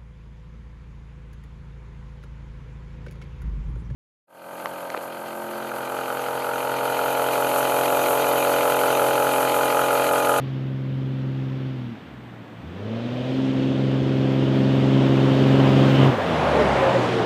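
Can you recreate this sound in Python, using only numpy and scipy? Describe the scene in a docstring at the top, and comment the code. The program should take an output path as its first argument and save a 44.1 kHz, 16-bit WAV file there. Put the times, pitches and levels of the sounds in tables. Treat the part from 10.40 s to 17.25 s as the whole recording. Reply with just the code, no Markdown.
"""At dusk, over faint distant town noise, a six-cylinder diesel pickup holds its governed speed far off.
It changes gear, its turbocharger whistles up very high, and it pulls back to the governor as it nears.
The engine block starts to ring; roar and ring surge just before the driver lifts off. Then the revs fall,
the whistle runs down and the truck rolls past on humming tyres. The exhaust is a sum of cosines tied to
the firings; rush, tyres and town are coloured noise; whistle, tread hum and block ring are fuzzy tones."""
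import sys
import numpy as np
from scipy import signal
from scipy.io import wavfile
from scipy.ndimage import uniform_filter1d, map_coordinates

SR = 44100
rng = np.random.default_rng(int(sys.argv[2]) if len(sys.argv) > 2 else 0)


def voltage_ratio(decibels):
    """Convert decibels (scalar or array-like) to amplitude ratios, 20 dB per decade."""
    exponent = np.asarray(decibels, float) / 20
    return 10 ** exponent


def wav_out(sig):
    """Save sig, one row per channel (or a flat mono array), as 16-bit PCM at SR to the path in sys.argv[1]."""
    wavfile.write(sys.argv[1], SR, np.round(np.clip(np.atleast_2d(sig).T, -1, 1) * 32767).astype(np.int16))


N = 302085

# engine speed and its two main tones: start_s, firing_hz, firing_tone_level_db, second_harmonic_level_db
ENGINE = [(0, 132.9, -28.5, -38), (.9, 132.9, -27, -36.5), (1.3, 132.1, -28.5, -36.5),
          (1.44, 124.5, -32, -39.5), (1.53, 114, -39, -35.5), (1.59, 98.1, -57, -56),
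          (1.75, 62.8, -49, -45), (2.0, 57.15, -62, -44), (2.1, 56, -66, -55), (2.19, 56.8, -53, -42.5),
          (2.27, 79.9, -36.5, -50), (2.34, 90.5, -41, -42.5), (2.42, 102.9, -34, -42),
          (2.52, 112.1, -31.5, -30.5), (2.64, 119.2, -33.5, -32), (2.9, 130.6, -29, -31),
          (2.99, 132.1, -30, -23), (3.36, 133.2, -25.5, -25.5), (3.44, 133.3, -23.5, -28.5),
          (3.76, 133.3, -23.5, -26.5), (5.25, 134.8, -18, -20.5), (5.69, 135.2, -16.5, -25.5),
          (5.73, 119.8, -32, -24.5), (5.8, 93.9, -36.5, -49), (5.87, 84.83, -40.5, -28.5),
          (6.0, 76.86, -34.5, -33.5), (6.3, 68.24, -29.5, -33), (6.64, 60.5, -58, -31),
          (6.85, 59.3, -48, -31.5)]
LIFT_S = 5.69  # foot off the pedal


def evened(x):
    """Scales a sound to rms 1."""
    return x / np.sqrt(np.mean(x ** 2) + 1e-20)


def played(rows):
    """Draws straight lines between the rows of a table: each column gets one value per sample."""
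    s, *columns = np.transpose(rows)
    return [np.interp(np.arange(N) / SR, s, c) for c in columns]


def drift(rate_hz):
    """A slow random curve of rms near 1 that takes a new random value rate_hz times a second."""
    steps = rng.standard_normal(2000)
    return map_coordinates(steps, [np.arange(N) * rate_hz / SR], order=2)


def noise(spectrum, patchy_db):
    """Noise of rms 1, built from random short spectra of a given colour with drifting loud patches."""
    frames, hz = N // 256 + 5, np.fft.rfftfreq(1024, 1 / SR)
    a, b, patches = rng.standard_normal((frames, 513, 3)).T
    patches = uniform_filter1d(patches, size=10, axis=0)  # smooth across frequency
    patches = evened(uniform_filter1d(patches, size=12, axis=1))  # smooth across time
    f, db = np.transpose(spectrum)
    colour_db = np.interp(np.log(hz + 1), np.log(f + 1), db, left=-90, right=-90)
    spectra = (a + 1j * b) * voltage_ratio(colour_db[:, None] + patchy_db * patches)
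    return evened(signal.istft(spectra, nperseg=1024, noverlap=768)[1][:N])


def resonate(hz, width_hz):
    """A fuzzy tone of rms 1: slow noise, spread about width_hz wide, shifted up to the pitch curve hz."""
    steps = rng.standard_normal((20000, 2)).T
    along = np.cumsum(width_hz * np.ones(N)) / SR
    a, b = (map_coordinates(s, [along], order=1) for s in steps)
    carrier = np.exp(2j * np.pi * np.cumsum(hz) / SR)
    return evened(((a + 1j * b) * carrier).real)


def staged():
    """Exhaust colour for each stage of the drive, held until the next stage and blended briefly."""
    # steady, gear change, pulling up, reaching the governor, held there, last surge, rolling by:
    # start_s, third_harmonic_db (relative to second), uneven_orders_db (relative to firing tone),
    # brightness_db_per_octave (of the uneven orders)
    stage_rows = [(0, -16, -4.5, -8), (1.54, -9, -1, -1.5), (2.3, -11.5, -8, 10), (2.92, -14.5, 4, -4.5),
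                  (3.4, -8.5, 2, -5), (5.5, -18, -1.5, -1), (5.72, -6.5, 3, 4)]
    blend_s = 0.046
    s, *columns = np.transpose(stage_rows)
    now = np.searchsorted(s, np.arange(N) / SR, side="right") - 1
    return [uniform_filter1d(c[np.maximum(now, 0)], size=int(blend_s * SR)) for c in columns]


def exhaust(fired):
    """Suction-first pressure pulses as multiples (orders) of the two-turn cycle; firings vary in strength."""
    # cylinders differ, so every order sounds: order, level_db (relative to firing tone,
    # before the stage, pipe and random changes)
    uneven_orders = [(1, -48), (2, -44.5), (3, -34), (4, -33), (5, -40.5), (6, 0), (7, -35.5), (8, -32),
                     (9, -11), (10, -14.5), (11, -22), (12, -3), (13, -18), (14, -20.5), (15, -10.5),
                     (16, -29), (17, -13.5), (18, -13), (19, -22.5), (20, -19), (21, -27.5), (22, -21.5),
                     (23, -12), (24, -18), (25, -20.5), (26, -17.5), (27, -40.5), (28, -22.5), (29, -22),
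                     (30, -21.5), (31, -24.5), (32, -29), (33, -46), (34, -33), (35, -29.5), (36, -26.5)]
    # the tailpipe favours the middle of the uneven orders and closes above: pitch_hz, gain_db
    pipe_gain = [(60, -2), (300, -0.2), (450, 0), (600, 1.5), (680, 0.5), (760, -0.5), (900, -8.5)]
    rough_db, rough_top_db = 0.8, 0.5  # firing strength acting on the firing tone and on all above it
    waver_db, hunt_db = 1.6, 0.5  # slow level drift of each uneven order and of the firing tone
    slip = 0.002  # timing scatter in turns
    lag, banks = 0.6, 0.15  # radians per harmonic; turns by which the half orders lead

    firing_hz, first_db, second_db = played(ENGINE)
    third_db, uneven_db, bright_db = staged()
    angle = 2 * np.pi * fired
    strength = map_coordinates(rng.standard_normal(1200), [fired + 0.5], order=1)

    # the pipe holds the overtones back a little
    top = -voltage_ratio(second_db) * np.cos(2 * angle - lag)
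    top -= voltage_ratio(second_db + third_db) * np.cos(3 * angle - 2 * lag)
    for order, db in uneven_orders:
        if order in (6, 12, 18):  # the firing tone and its two harmonics are made separately
            continue
        if order % 3 == 0:
            start = 0.5 - lag * (order / 6 - 1) / (2 * np.pi) + banks * (order % 2)
        else:
            start = rng.random()
        level_db = first_db + uneven_db + db + bright_db * np.log2(order / 12) + waver_db * drift(9)
        level_db += np.interp(order * firing_hz / 6, *np.transpose(pipe_gain))
        # timing scatter blurs high orders most
        start = start + slip * (order / 6) ** 2 * drift(25)
        top += voltage_ratio(level_db) * np.cos(order * angle / 6 + 2 * np.pi * start)

    first = -voltage_ratio(first_db + rough_db * strength + hunt_db * drift(7)) * np.cos(angle)
    # a harder firing also lifts the overtones, a little less than the firing tone
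    top_strength = voltage_ratio(rough_top_db * strength)
    return np.sqrt(2) * (first + top * top_strength)  # root 2 makes the levels rms


def rush(fired):
    """Exhaust roar, combustion clatter and air hiss: three noises that puff with the firings."""
    # levels before puffing: start_s, clatter_level_db, hiss_level_db
    rush_levels = [(0, -51, -83), (.3, -55.5, -80), (1.2, -52, -77.5), (2.0, -62.5, -75.5),
                   (2.27, -57, -76), (2.54, -47.5, -74), (2.95, -43, -66), (3.7, -42.5, -67.5),
                   (4.6, -38, -61.5), (5.66, -34.5, -56), (5.77, -43.5, -63), (5.95, -38, -60),
                   (6.2, -41.5, -65), (6.65, -37, -55), (6.85, -38.5, -59)]
    # noise colour of the exhaust roar: pitch_hz, density_db (relative, per Hz)
    roar_colour = [(24, -61), (40, -25), (81, -29.5), (134, 1.5), (176, -7.5), (271, 1.5), (450, -9.5),
                   (520, -9.5), (1710, -20.5), (3000, -38.5), (3900, -54.5), (6600, -120)]
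    # noise colour of the combustion clatter: pitch_hz, density_db (relative, per Hz)
    clatter_colour = [(900, -16.5), (1500, -7), (2200, -2), (2600, 0), (3050, 1), (3600, -1.5), (4000, -7),
                      (5000, -13), (7000, -23.5), (9000, -40.5)]
    # noise colour of the air hiss: pitch_hz, density_db (relative, per Hz)
    hiss_colour = [(4000, -13), (6000, 4), (8000, 3.5), (10500, -5.5), (13000, -14.5), (15500, -18.5)]
    roar_over_clatter_db = 8.5

    clatter_db, hiss_db = played(rush_levels)
    # the roar surges just before the lift
    surge_s = [LIFT_S - 0.14, LIFT_S - 0.04, LIFT_S + 0.072]
    surge_db = np.interp(np.arange(N) / SR, surge_s, [0, 6.5, 0])
    # front and rear cylinders take turns
    cylinder_db = np.array([12.0, -0.5, 6.0, -7.0, 5.0, -4.5])[fired.astype(int) % 6]
    puff = np.exp(-(fired % 1) / 0.2) * voltage_ratio(cylinder_db)  # dies away within each firing
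    puff = evened(uniform_filter1d(puff, size=90))
    roar_db = clatter_db + roar_over_clatter_db + surge_db
    roar = voltage_ratio(roar_db) * (1 + 0.16 * puff) * noise(roar_colour, patchy_db=0.0)
    clatter = voltage_ratio(clatter_db) * (1 + 0.068 * puff) * noise(clatter_colour, patchy_db=0.86)
    hiss = voltage_ratio(hiss_db) * (1 + 0.096 * puff) * noise(hiss_colour, patchy_db=0.3)
    return roar + clatter + hiss


def tyres():
    """A wide rolling rush, then the fuzzy hum of two axles' tread blocks, sinking as the truck slows and leaves."""
    # tread hum: start_s, upper_pitch_hz, upper_level_db, lower_pitch_hz, lower_level_db
    tread_rows = [(5.6, 690, -38, 537, -43), (6.05, 648, -32.5, 514.2, -38), (6.17, 615, -27, 495, -26),
                  (6.23, 598, -23, 405, -25), (6.36, 560, -33, 382, -32), (6.45, 530, -22.5, 374, -34),
                  (6.57, 548, -23, 365.1, -26), (6.65, 472, -31.5, 367, -33), (6.85, 430, -24, 356, -31.5)]
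    # noise colour of the tyre rush: pitch_hz, density_db (relative, per Hz)
    tyre_colour = [(40, -36.5), (70, -20.5), (120, -15), (200, -5), (330, -11.5), (400, -2), (600, 0.5),
                   (850, -2.5), (1300, -8.5), (2000, -14), (3300, -22.5), (5000, -33), (8000, -42.5),
                   (15500, -58.5)]
    # loudness of the tyre rush: start_s, level_db
    rolling_levels = [(0, -66), (4.2, -37), (5.5, -25.5), (5.8, -25), (6.0, -22.5), (6.2, -19.5),
                      (6.5, -21), (6.85, -26.5)]
    upper_hz, upper_db, lower_hz, lower_db = played(tread_rows)
    hum = voltage_ratio(upper_db) * resonate(upper_hz, width_hz=50)
    hum += voltage_ratio(lower_db) * resonate(lower_hz, width_hz=40)
    hum *= np.arange(N) / SR > tread_rows[0][0]  # silent before its first row
    rolling = voltage_ratio(played(rolling_levels)[0]) * noise(tyre_colour, patchy_db=1.3)
    return hum + rolling


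def town():
    """The distant town at dusk: steady, low-pitched noise."""
    # noise colour of the town: pitch_hz, density_db (relative, per Hz)
    town_colour = [(18, -52), (30, -21), (64, -15.5), (105, -5), (219, 4), (359, -6.5), (575, -12.5),
                   (830, -13), (1770, -15), (3490, -25), (7260, -55.5), (15500, -44)]
    return voltage_ratio(-42.5) * noise(town_colour, patchy_db=0.5)


def turbo():
    """Thin, flickering blade whistle in a skirt of intake hiss that grows with its level; it frays running down."""
    # spools up, sags a little under load, runs down after the lift: start_s, pitch_hz, level_db
    whistle_rows = [(2.4, 8300, -92), (2.55, 9800, -84), (2.95, 14720, -81), (3.35, 14870, -79),
                    (4.4, 14790, -73), (5.3, 14480, -67), (5.69, 14540, -67), (5.76, 13500, -69),
                    (5.9, 11500, -69), (6.3, 8500, -65), (6.85, 5100, -54)]
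    narrowest_hz, widens_hz_per_db, frays_hz_per_s = 25, 6, 2200
    hz, db = played(whistle_rows)
    t = np.arange(N) / SR
    width_hz = narrowest_hz + widens_hz_per_db * np.maximum(db + 77, 0)
    width_hz += frays_hz_per_s * np.maximum(t - LIFT_S, 0)
    skirt = voltage_ratio(-6) * resonate(hz - 200, width_hz=500)
    skirt += voltage_ratio(-1.5) * resonate(hz - 600, width_hz=2000)
    skirt *= voltage_ratio(0.6 * np.minimum(db + 70, 0))  # weaker still while the whistle is below -70 dB
    return voltage_ratio(db) * (resonate(hz, width_hz) + skirt) * (t > whistle_rows[0][0])


def block():
    """The engine block rings under full load: a fuzzy tone that grows, surges and drops away by the lift."""
    ring_hz, start_s, surge_s = 2980, 4.3, 0.15
    top_s = LIFT_S - 0.05
    knots_s = [start_s, top_s - surge_s, top_s, LIFT_S]
    db = np.interp(np.arange(N) / SR, knots_s, [-52, -42, -35.5, -60], left=-90, right=-90)
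    return voltage_ratio(db) * resonate(ring_hz * np.ones(N), width_hz=420)


def scene():
    """Adds all sources at the microphone; engine sounds share one running count of firings."""
    fired = np.cumsum(played(ENGINE)[0]) / SR
    mix = exhaust(fired) + rush(fired) + tyres() + town() + turbo() + block()
    return mix[None]  # one channel


def top_cut(x):
    """Nothing passes above the cut-off."""
    return signal.sosfilt(signal.butter(12, 15950, fs=SR, output="sos"), x)


def record(dry):
    """A small microphone drops the deepest bass, below about 55 Hz."""
    bass_cut = signal.butter(3, 55, "high", fs=SR, output="sos")
    finished = signal.sosfiltfilt(bass_cut, dry)
    return top_cut(finished)


dry = scene()
out = record(dry)
wav_out(out)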